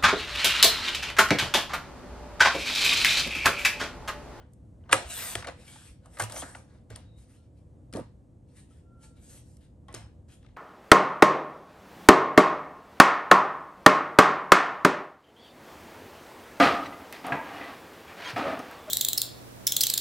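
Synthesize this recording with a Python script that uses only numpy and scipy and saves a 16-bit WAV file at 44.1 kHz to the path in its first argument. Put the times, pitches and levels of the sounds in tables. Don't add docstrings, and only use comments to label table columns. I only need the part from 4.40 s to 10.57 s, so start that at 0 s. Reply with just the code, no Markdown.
import sys
import numpy as np
from scipy import signal
from scipy.fft import rfft, irfft, next_fast_len
from scipy.io import wavfile
from scipy.ndimage import uniform_filter1d, map_coordinates

SR = 44100
rng = np.random.default_rng(int(sys.argv[2]) if len(sys.argv) > 2 else 0)


def digitize_waveform(pressure):
    field = np.atleast_2d(pressure).T
    bounded = np.clip(field, -1, 1)
    quanta = np.round(bounded * 32767).astype(np.int16)
    wavfile.write(sys.argv[1], SR, quanta)


def decibels_to_gain(level_db):
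    exponent = np.asarray(level_db, float) / 20
    return 10 ** exponent


N = 272097

# (frequency [Hz], density [dB per Hz])
HUM_SPECTRUM = [(15, -45), (25, -24), (39, -11), (62, 0), (120, -3), (160, -9), (310, -14), (400, -23),
                (465, -23), (495, -16), (525, -22), (790, -31), (1300, -41), (2500, -52), (5000, -57),
                (8500, -51), (12200, -60), (12900, -85), (16000, -95)]
# (frequency [Hz], correlation [0-1])
HUM_LIKENESS = [(60, 0.99), (130, 0.95), (290, 0.81), (640, 0.57), (1400, 0.012), (3100, 0.98), (6800, 1),
                (15000, 0.091)]
HUM_DB = -51

# (frequency [Hz], density [dB per Hz])
CARD_SPECTRUM = [(940, -18.5), (1600, -5.5), (1980, -6), (2810, -5), (4110, -8), (4680, -12.5), (6500, -15),
                 (8450, -33.5), (14300, -120)]
EDGE_SPECTRUM = [(3500, -31), (5000, -13.5), (6200, -12), (8700, 0.5), (9850, -3.5), (10100, -27),
                 (10450, -29), (10750, -6.5), (12000, -15.5), (12600, -38), (14000, -49.5), (16600, -73)]
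BASE_SPECTRUM = [(76, -29), (130, -2.5), (286, -6.5), (325, -6.5), (385, -8.5), (457, -4.5), (630, -1),
                 (929, -6), (2000, -16.5), (2600, -36.5), (4400, -120)]
STEEL_SPECTRUM = [(11300, -60), (11900, 10.5), (12900, 7), (13300, -40), (14100, -40), (14500, -5),
                  (15700, -4.5), (16400, -68)]
# (frequency [Hz], width [Hz], level [dB])
RAIL_MODES = [(540, 110, -5.5), (900, 130, -6.5), (1210, 81, -0.5), (1700, 750, -5.5)]
BLADE_MODES = [(2150, 110, 0.5), (2866, 700, -4), (4700, 3700, -7.5), (5580, 370, -11)]

# (time [s], card [dB], edge re card [dB], base re card [dB])
SHIVERS = [(0, -73, -24, 17), (0.551, -41.5, 0.5, 10), (.965, -55, 1, 9.5), (1.099, -72, 0, 22),
           (1.796, -56, 0, 17), (2.027, -60.5, -20, 21), (2.155, -68, 10, 17.5), (2.504, -59.5, -2.5, 9),
           (2.565, -69, 1, 10.5), (3.6, -69, -7.5, 10), (5.548, -55, -0.5, 8)]
SHIVER_RISE_DB_PER_S, SHIVER_FALL_DB_PER_S = 2998.5, 184
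SHIVER_EDGE_POWER = 1.3
# (full-speed time [s], hold [s], card [dB], edge re card [dB], base re card [dB])
SLIDES = [
    (.135, 0.0039, -98, 16, -8),
    (.46, 0.023, -77.5, -25, 14),
    (1.2, 0.036, -69, 2, 4),
    (1.27, 0.033, -66, 7, -25),
    (1.33, .15, -65, 4, -4),
    (1.65, 0.017, -76, -2, 13.5),
    (1.74, 0.064, -70.5, 10.5, 9),
    (1.92, 0.032, -60.5, 9, 9.5),
    (2.05, 0.066, -69.5, 11, -6),
    (2.3, 0.063, -77.5, -6, 7),
]
SLIDE_RISE_DB_PER_S, SLIDE_FALL_DB_PER_S = 422.5, 258.5
# (time [s], hold [s], card [dB], edge re card [dB], base re card [dB])
GRIPS = [(.405, 0.0067, -97, -16.5, -5), (.494, 0.037, -59, -22, 16.5), (.7, 0.0073, -54.5, 3, -0.5),
         (1.0705, 0.019, -52, -16, 12.5), (1.277, 0.015, -68.5, -9, -23), (1.81, 0.028, -51, 2.5, 9),
         (1.958, 0.018, -60.5, 12, 7), (1.975, 0.032, -58, 14.5, 5), (3.538, 0.05, -62.5, 3, 18.5),
         (5.485, 0.049, -70.5, -12, 17.5), (5.885, .015, -71.5, -5, -7.5)]
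GRIP_RISE_DB_PER_S, GRIP_FALL_DB_PER_S = 5002.5, 699.5
# (full-speed time [s], hold [s], card [dB], edge re card [dB], base re card [dB])
CUT = [
    (.72, 0.22, -50.5, 6.5, -14),
    (.79, 0.22, -56.5, -4, 5),
    (.81, 0.055, -56, -8.5, -12),
]
CUT_RISE_DB_PER_S, CUT_FALL_DB_PER_S = 298, 3000
# (full-speed time [s], hold [s], level [dB])
SCRAPES = [
    (.69, .025, -62),
    (.745, 0.039, -48),
    (.79, 0.072, -43.5),
    (.88, 0.064, -51),
    (1.797, 0.033, -56),
    (1.918, .03, -64),
    (1.97, .045, -67),
]
SCRAPE_RISE_DB_PER_S, SCRAPE_FALL_DB_PER_S = 900, 1500
# (full-speed time [s], hold [s], card [dB], edge re card [dB])
STROKES = [(2.69, 0.027, -93, -16.5), (2.785, 0.043, -76, 6.5), (2.9, 0.07, -76, 3),
           (3.04, 0.0084, -83.5, -5.5), (3.175, 0.011, -84, 4.5), (4.09, 0.035, -82.5, 1.5),
           (4.17, 0.025, -69.5, 7.5), (4.31, 0.025, -77, 0.5), (4.374, 0.0088, -82.5, 6),
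           (4.63, 0.018, -68.5, 8), (4.77, .015, -74, -4), (4.83, 0.037, -77.5, 14),
           (4.9, 0.076, -68.5, 10.5), (5.07, 0.078, -87, 15), (5.215, 0.032, -77, -2),
           (5.919, 0.019, -70.5, 7), (6.031, 0.073, -78, -20.5)]
STROKE_RISE_DB_PER_S, STROKE_FALL_DB_PER_S, STROKE_BASE_DB = 604, 273, -4

# (time [s], snap [dB], bright [dB], left-right [dB])
TICKS = [(0.1342, -75, 15, -1), (2.5025, -53, -1, 4), (2.5597, -45.5, 6.5, -0.5), (3.527, -43.5, -3, -1),
         (3.536, -41.5, -7, 6), (3.56, -42.5, -10.5, 10), (3.5692, -47.5, 0.5, -3), (3.597, -67.5, 8, 0),
         (5.168, -65, 5.5, -1), (5.483, -55, -9, 4), (5.5265, -66, 9.5, -6.5), (5.5414, -38.5, -4, 2),
         (5.547, -45.5, 7, 0), (6.0285, -59, -17.5, 0), (6.063, -60.5, -20.5, 16.5), (3.6095, -64, -11, 0)]
TICK_BODY_DB, TICK_T60_S = -4, 0.014
# (time [s], snap [dB], bright [dB], body [dB], t60 [s])
SNAPS = [(0.4923, -45, -19, 0, 0.032), (0.512, -28.5, -15, -3.5, 0.069), (0.5209, -23.5, -7, -4, 0.061),
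         (0.5264, -13, -13, 3.5, 0.016), (.529, -12.5, 0, -0.5, 0.011), (0.5344, -25, -3, -1, 0.034),
         (0.54, -29, -2.5, 2.5, 0.033), (1.7859, -46, 1, 5, 0.022), (1.7963, -33.5, 3, 6.5, 0.047),
         (1.8138, -40, 1, 7, 0.026), (1.821, -39, 8.5, 7, 0.016)]
# (time [s], snap [dB], bright [dB], body [dB])
KNOCKS = [(0.9519, -30.5, -1, 1), (1.0236, -46, -12.5, 8), (1.0447, -45, -8, 11), (1.0702, -39.5, -4.5, 3),
          (1.0828, -38, -18, 2.5), (1.2788, -46, -8.5, -25), (1.3583, -62, 1, 12), (1.6575, -59.5, 3, 3),
          (1.7695, -58, -18, 17), (1.8367, -45.5, 10.5, 6), (1.8971, -43.5, -0.5, 2),
          (1.9212, -36.5, -3, -8), (1.962, -48, -15, 11.5), (2.02, -40, -12, 0), (2.026, -53, -21.5, 14),
          (1.963, -57, 3, -12), (2.149, -47, -15, 2), (5.487, -59, -20, 5), (6.045, -66.5, -21.5, 7.5),
          (6.086, -68.5, -19, 5.5), (6.1644, -59, -20, 12.5)]
KNOCK_PAN_DB, KNOCK_T60_S = -0.5, 0.0248
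PLASTIC_TOP_HZ, HIT_TOP_HZ = 8200, 13000

SNAP_RINGS = [(.4945, -36, 1200, 0.042), (.528, -8.5, 2430, 0.02), (.5285, -14, 2860, 0.027),
              (.5293, -4, 1210, 0.016), (.5296, -5.5, 1650, 0.018), (.529, -21.5, 533, 0.13),
              (.529, -26, 315, 0.099), (.528, -35, 4000, 0.011), (0.527, -26, 4394, 0.014),
              (.528, -26, 11100, .01), (.528, -22.5, 6080, .015), (0.529, -25.5, 6777, 0.015),
              (0.527, -21.5, 9800, .012), (0.53, -41.5, 69.54, 0.088), (.5345, -21, 2020, 0.03),
              (0.531, -9, 1380, 0.0093), (0.5307, -17.5, 1660, .02), (.531, -20, 2300, .012),
              (.535, -24, 937, .06), (.544, -28, 1300, .06), (.552, -30, 755, .08), (0.65, -32.5, 66, 0.18),
              (1.797, -26, 832, 0.06), (1.806, -22.5, 1500, 0.028), (1.8145, -30.5, 11000, .012),
              (1.821, -28, 8900, .012), (1.837, -33, 6050, .015), (1.85, -47, 3400, .04),
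              (1.799, -30, 690, 0.071), (1.799, -26, 1210, 0.06), (1.8, -25, 1620, 0.034),
              (1.803, -24.5, 2100, 0.021), (1.8215, -36, 4300, .012), (1.5, -40, 57, 0.18)]
CONTACT_RINGS = [(0.9532, -20.5, 3320, 0.0075), (0.954, -19, 2370, 0.0065), (0.954, -28, 4440, 0.0092),
                 (0.956, -29.5, 1430, 0.011), (.956, -23.5, 650, 0.018), (.96, -40, 70, .15),
                 (1.0243, -33.5, 1900, 0.017), (1.0245, -41, 4163, 0.006), (1.0245, -41, 3000, 0.0056),
                 (1.054, -39, 2250, 0.018), (1.063, -35, 660, .04), (1.074, -38, 2300, .015),
                 (1.0828, -39, 5200, .008), (1.0865, -32, 760, 0.012), (1.096, -38, 1030, 0.019),
                 (1.099, -40, 2000, .01), (1.043, -35, 2260, 0.014), (1.046, -47, 900, .015),
                 (1.0715, -37.5, 4230, 0.014), (1.083, -36, 3460, 0.012), (1.085, -29.5, 693, 0.037),
                 (1.087, -40, 1500, 0.016), (1.658, -44.5, 1100, 0.016), (1.897, -40.5, 1780, 0.018),
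                 (1.898, -40, 4000, 0.006), (1.9125, -37, 3500, 0.0065), (1.941, -34, 700, .016),
                 (1.959, -37, 6000, .008), (1.9645, -33, 5600, .009), (1.922, -32, 7700, .01),
                 (1.9215, -44, 4860, .012), (1.962, -35, 2210, .012), (1.968, -26.5, 680, .02),
                 (1.958, -35, 600, .02), (2.019, -32.5, 3280, 0.0075), (2.0255, -26, 640, 0.021),
                 (2.0232, -31, 900, .012), (2.001, -34, 9200, .02), (2.03, -39, 271, 0.098),
                 (1.078, -33.5, 1130, 0.034), (2.031, -40, 1300, 0.028), (2.042, -43, 900, .015),
                 (2.1498, -37, 2710, 0.01), (2.149, -35.5, 2010, 0.018), (2.149, -45.5, 3640, .006),
                 (2.151, -38.5, 1455, 0.025), (2.154, -40.5, 875, 0.026), (3.554, -31, 450, .02),
                 (5.484, -47, 1080, 0.17), (5.484, -51.5, 838, 0.1), (5.484, -54, 3190, 0.037),
                 (5.49, -52, 1980, 0.057), (5.5465, -34.5, 6470, 0.015), (5.5458, -39.5, 4760, 0.013),
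                 (6.165, -46, 2380, 0.017),
                 (1.279, -50, 2270, 0.14), (1.279, -57.5, 3200, 0.18), (1.358, -49.5, 855, 0.062),
             (2.505, -51.5, 1607, 0.061), (2.557, -40.5, 3340, 0.014), (2.5576, -44.5, 4666, 0.012),
             (3.527, -42.5, 5040, 0.0053), (.41, -69, 2000, 0.018), (.44, -61, 1500, .02),
             (0.439, -59, 3000, .015), (5.55, -56, 2100, .2), (5.55, -58, 6700, .15),
             (5.55, -64, 4200, 0.17), (5.55, -59, 8500, 0.16), (3.527, -47, 1310, 0.014),
             (3.538, -36.5, 2410, 0.01), (3.5367, -38, 5380, 0.0063), (3.5607, -44.5, 1614, 0.011),
             (3.568, -50, 3710, 0.012), (3.589, -53, 1480, 0.022), (3.593, -52, 2676, 0.022),
             (4.308, -63, 1307, .09), (2.386, -62, 4500, .004), (2.5601, -37, 4500, .006),
             (2.5605, -43, 6500, .006), (2.553, -51, 5500, 0.033), (3.56, -44, 4300, .007),
             (3.5694, -41, 5500, 0.0056), (3.6093, -55, 4800, .005), (3.6095, -54, 1500, .012),
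             (4.635, -62, 876, 0.23), (4.635, -64, 2293, 0.086), (5.55, -51, 5314, 0.12),
             (5.549, -59, 3330, 0.13)]
RING_RISE_CYCLES = 0.53

# (time [s], level [dB], t60 [s])
BOOMS = [
    (0.532, -32, 0.15),
    (0.957, -29.5, 0.12),
    (1.813, -29.5, 0.2),
    (2.023, -48, 0.21),
    (2.503, -32.5, 0.13),
    (3.544, -42.5, 0.33),
    (3.601, -48.5, 0.077),
    (5.551, -36, 0.15),
]
# (time [s], hold [s], start [Hz], end [Hz], level [dB])
STRIP = [
    (.705, .075, 8900, 8400, -50),
    (.79, 0.14, 9300, 7570, -51),
    (.71, 0.066, 3910, 3390, -51),
    (.81, 0.064, 2400, 1900, -52),
    (.86, .06, 7300, 6570, -54),
    (.9, .04, 4430, 4450, -56),
    (1.974, .03, 6100, 6400, -47.5),
    (1.985, .03, 3010, 3400, -55),
    (5.56, 0.066, 2100, 2100, -67),
    (5.56, 0.092, 5300, 5200, -69.5),
]
STRIP_WIDTH_PER_HZ, STRIP_FADE_DB_PER_S = 0.07, 498
# (time [s], level [dB], frequency [Hz])
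FLAPS = [(0.954, -27, 360), (1.082, -43, 540), (2.025, -43, 650), (2.509, -39, 458), (3.536, -33, 234.7),
         (3.548, -31.5, 208), (3.551, -23.5, 442), (3.554, -24, 244), (3.565, -25, 286), (3.573, -25, 603),
         (3.58, -29.5, 454), (3.585, -25.5, 316), (3.593, -24.5, 517), (3.604, -30.5, 189),
         (3.612, -28.5, 208.3), (5.542, -33.5, 368)]
# (full-strength time [s], hold [s], frequency [Hz], level [dB])
SQUEAKS = [
    (2.66, 0.049, 3826, -73),
    (2.74, 0.05, 3770, -74),
    (2.994, 0.026, 1376, -78),
]
SQUEAK_RISE_DB_PER_S, SQUEAK_FALL_DB_PER_S = 500, 400
LONG_SQUEAK = [
    (4.53, 0.055, 1368, -66),
]
LONG_RISE_DB_PER_S, LONG_FALL_DB_PER_S = 130, 55
# (time [s], hold [s])
LONG_CONTACT = [
    (4.46, .31),
]

# (frequency [Hz], t60 [s])
WALL_T60 = [(200, 0.16), (1000, 0.2), (4000, 0.36), (10000, .18)]
# (frequency [Hz], left lead [rad])
PORT_LEAD = [(100, .1), (1000, .6), (2000, .8), (4000, .75), (8500, 1.9), (12000, 1.2)]
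# (frequency [Hz], left-right [dB])
PORT_TILT = [(100, -0.5), (700, -1.5), (1300, -0.5), (2400, 3), (4400, 6.5), (8000, 0.5)]


def unit(x):
    return x / np.sqrt(np.mean(x ** 2) + 1e-20)


def along(points, hz):
    f, v = np.transpose(points)
    return np.interp(np.log(hz + 1), np.log(f + 1), v)


def wobble(rate_hz):
    knots = rng.standard_normal(int(N * rate_hz / SR) + 4)
    return map_coordinates(knots, [np.arange(N) * rate_hz / SR])


def filtered(x, response):
    size = next_fast_len(x.shape[-1] + 4096)
    spectrum = rfft(x, size) * response(np.fft.rfftfreq(size, 1 / SR))
    return irfft(spectrum, size)[..., :x.shape[-1]]


def coloured(x, spectrum):
    return unit(filtered(x, lambda hz: decibels_to_gain(along(spectrum, hz))))


def modes(table):
    def response(f):
        return sum((-1) ** k * decibels_to_gain(db) * 1j * f * width / (hz * hz - f * f + 1j * f * width)
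                   for k, (hz, width, db) in enumerate(table))
    return response


def varied(table, spread_db):
    return [(hz * (1 + 0.03 * rng.standard_normal()), width, db + spread_db * rng.standard_normal())
            for hz, width, db in table]


def moves(rows, rise_db_per_s, fall_db_per_s):
    gain = np.zeros((len(rows), N))
    for g, (s, hold_s, *_) in zip(gain, rows):
        start = max(int((s - 0.4) * SR), 0)
        stop = min(int((s + hold_s + 0.6) * SR), N)
        t = np.arange(start, stop) / SR
        rise_db = rise_db_per_s * np.clip(s - t, 0, None)
        fall_db = fall_db_per_s * np.clip(t - s - hold_s, 0, None)
        g[start:stop] = decibels_to_gain(-rise_db - fall_db)
    return gain


def hum():
    def spread(hz):
        angle = np.arccos(np.clip(along(HUM_LIKENESS, hz), -1, 1)) / 2
        return decibels_to_gain(along(HUM_SPECTRUM, hz)) * [np.cos(angle), np.sin(angle)]

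    mid, side = filtered(rng.standard_normal((2, N)), spread)
    return decibels_to_gain(HUM_DB - 1 + 0.8 * wobble(3)) * unit(np.array([mid + side, mid - side]))


def fibres(grit_db, patchy_db):
    grit = rng.standard_normal(N) * decibels_to_gain(grit_db * wobble(700) + 0.4 * grit_db * wobble(60))
    z = signal.stft(grit, nperseg=512)[2]
    field = uniform_filter1d(rng.standard_normal(z.shape), size=5, axis=0)
    field = uniform_filter1d(field, size=13, axis=1)
    return signal.istft(z * decibels_to_gain(patchy_db * unit(field)), nperseg=512)[1][:N]


def friction():
    shivers = [(s, 0, *db) for s, *db in SHIVERS]
    strokes = [(*row, STROKE_BASE_DB) for row in STROKES]
    kinds = [(GRIPS, GRIP_RISE_DB_PER_S, GRIP_FALL_DB_PER_S, 1),
             (SLIDES, SLIDE_RISE_DB_PER_S, SLIDE_FALL_DB_PER_S, 1),
             (strokes, STROKE_RISE_DB_PER_S, STROKE_FALL_DB_PER_S, 1),
             (shivers, SHIVER_RISE_DB_PER_S, SHIVER_FALL_DB_PER_S, SHIVER_EDGE_POWER),
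             (CUT, CUT_RISE_DB_PER_S, CUT_FALL_DB_PER_S, 1)]
    card = edge = base = 0
    for rows, rise, fall, edge_power in kinds:
        gain = moves(rows, rise, fall)
        card_db, edge_db, base_db = np.array(rows).T[2:]
        card = card + decibels_to_gain(card_db) @ gain
        edge = edge + decibels_to_gain(card_db + edge_db) @ gain ** edge_power
        base = base + decibels_to_gain(card_db + base_db) @ gain
    steel = decibels_to_gain(np.array(SCRAPES)[:, 2]) @ moves(SCRAPES, SCRAPE_RISE_DB_PER_S, SCRAPE_FALL_DB_PER_S)
    grit = fibres(grit_db=1.1, patchy_db=2.7)
    tone = card * coloured(grit, CARD_SPECTRUM) + edge * coloured(grit, EDGE_SPECTRUM)
    tone = tone + base * decibels_to_gain(-3.0) * coloured(grit, BASE_SPECTRUM)
    return decibels_to_gain(3.0) * tone + steel * coloured(grit, STEEL_SPECTRUM)


def peak(x):
    return x / np.abs(x).max()


def clicks():
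    out, t = np.zeros((2, N + SR)), np.arange(SR // 14) / SR
    contacts = [(*row, KNOCK_PAN_DB, KNOCK_T60_S) for row in KNOCKS]
    contacts += [(s, db, bright_db, TICK_BODY_DB, pan_db, TICK_T60_S) for s, db, bright_db, pan_db in TICKS]
    contacts += [(*row, KNOCK_PAN_DB, t60_s) for *row, t60_s in SNAPS]
    for s, db, bright_db, body_db, pan_db, t60_s in contacts:
        rattle = rng.standard_normal(len(t)) * (1 - np.exp(-t / (0.05 * t60_s)))

        def burst(longer):
            return rattle * decibels_to_gain(-60 * t / max(longer * t60_s, 0.003))

        snap = peak(filtered(burst(1.0), modes(varied(BLADE_MODES, spread_db=4.0))))
        body = decibels_to_gain(body_db + 4.0) * peak(filtered(burst(1.6), modes(varied(RAIL_MODES, spread_db=2.0))))
        bright = decibels_to_gain(bright_db + 9.0) * peak(coloured(burst(0.91), EDGE_SPECTRUM))
        dull = filtered(snap + body, lambda hz: 1 / (1 + 1j * hz / PLASTIC_TOP_HZ) ** 2)
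        pan = np.array([[pan_db], [-pan_db]]) / 2
        out[:, round(s * SR):][:, :len(t)] += decibels_to_gain(db + pan) * (dull + bright)
    return out[:, :N]


def rings():
    out, t = np.zeros(N + SR), np.arange(SR // 3) / SR
    for s, db, hz, t60_s in SNAP_RINGS + CONTACT_RINGS:
        envelope = decibels_to_gain(db - 60 * t / max(t60_s, 0.003)) * (1 - np.exp(-t * hz / RING_RISE_CYCLES))
        out[round(s * SR):][:len(t)] += np.sin(2 * np.pi * hz * t) * envelope
    return out[:N]


def booms():
    out, t = np.zeros(N + SR), np.arange(SR // 3) / SR
    for s, db, t60_s in BOOMS:
        envelope = decibels_to_gain(db + 8.0 - 60 * t / t60_s) * (1 - np.exp(-t / 0.033))
        out[round(s * SR):][:len(t)] += np.sin(2 * np.pi * 110 * t) * envelope
    return out[:N]


def strip():
    out, gain = np.zeros(N), moves(STRIP, STRIP_FADE_DB_PER_S, STRIP_FADE_DB_PER_S)
    knots = rng.standard_normal((len(STRIP), 2, SR // 10))
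    for (s, hold_s, from_hz, to_hz, db), g, pair in zip(STRIP, gain, knots):
        on = np.flatnonzero(g > 1e-4)
        glide = np.clip((on / SR - s) / hold_s, 0, 1)
        cycles = np.cumsum(from_hz + (to_hz - from_hz) * glide) / SR
        a, b = [map_coordinates(k, [STRIP_WIDTH_PER_HZ * cycles], mode="wrap") for k in pair]
        noise = a * np.sin(2 * np.pi * cycles) + b * np.cos(2 * np.pi * cycles)
        out[on] += decibels_to_gain(db) * g[on] * noise
    return out


def flaps():
    out, t = np.zeros(N + SR), np.arange(SR // 3) / SR
    for s, db, hz in FLAPS:
        envelope = decibels_to_gain(db + 5.0 - 60 * t / 0.021) * (1 - np.exp(-t / 0.0016))
        out[round(s * SR):][:len(t)] += np.sin(2 * np.pi * hz * t) * envelope
    return out[:N]


def squeaks():
    hz, db = np.array(SQUEAKS + LONG_SQUEAK).T[2:, :, None]
    fuzz = 1.25 * (hz / 3800) ** 2 * wobble(180)
    phase = 2 * np.pi * np.cumsum(hz * (1 + 0.016 * fuzz), axis=1) / SR
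    tones = decibels_to_gain(db + 2.5 + 3.5 * fuzz) * np.sin(phase)
    short = moves(SQUEAKS, SQUEAK_RISE_DB_PER_S, SQUEAK_FALL_DB_PER_S)
    long = moves(LONG_SQUEAK, LONG_RISE_DB_PER_S, LONG_FALL_DB_PER_S)
    contact = moves(LONG_CONTACT, SQUEAK_RISE_DB_PER_S, SQUEAK_FALL_DB_PER_S)
    return (np.vstack([short, long * contact]) * tones).sum(axis=0)


def room(x):
    hz, t, z = signal.stft(rng.standard_normal((2, SR // 2)), SR, nperseg=256)
    decay = decibels_to_gain(-60 * t / along(WALL_T60, hz)[:, None])
    tail = signal.istft(z * decay, SR, nperseg=256)[1]
    delayed = np.pad(x, (200, 0))[None]
    return signal.fftconvolve(delayed, tail / np.linalg.norm(tail[0]), axes=1)[:, :N]


def ports(pair):
    side = np.array([[0.5], [-0.5]])
    return filtered(pair, lambda hz: decibels_to_gain(side * along(PORT_TILT, hz)) * np.exp(1j * side * along(PORT_LEAD, hz)))


def scene():
    hits = clicks() + flaps() + booms() + rings()
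    rub = friction() + squeaks()
    wet = decibels_to_gain(-15.0) * room(hits.mean(0)) + decibels_to_gain(-7.5) * room(rub)
    soft_hits = filtered(hits, lambda hz: 1 / np.sqrt(1 + (hz / HIT_TOP_HZ) ** 12))
    near = soft_hits + decibels_to_gain(-2) * rub
    return ports(near + strip()) + wet + hum()


def low_pass(x):
    return signal.sosfilt(signal.butter(12, 17000, fs=SR, output="sos"), x)


def record(dry):
    held = dry / (1 + np.abs(dry / 0.86) ** 4) ** 0.25
    mix = filtered(held, lambda hz: (hz < 16500) * decibels_to_gain(-4 * np.exp(-((hz - 10250) / 230) ** 2)))
    return low_pass(mix)


dry = scene()
out = record(dry)
digitize_waveform(out)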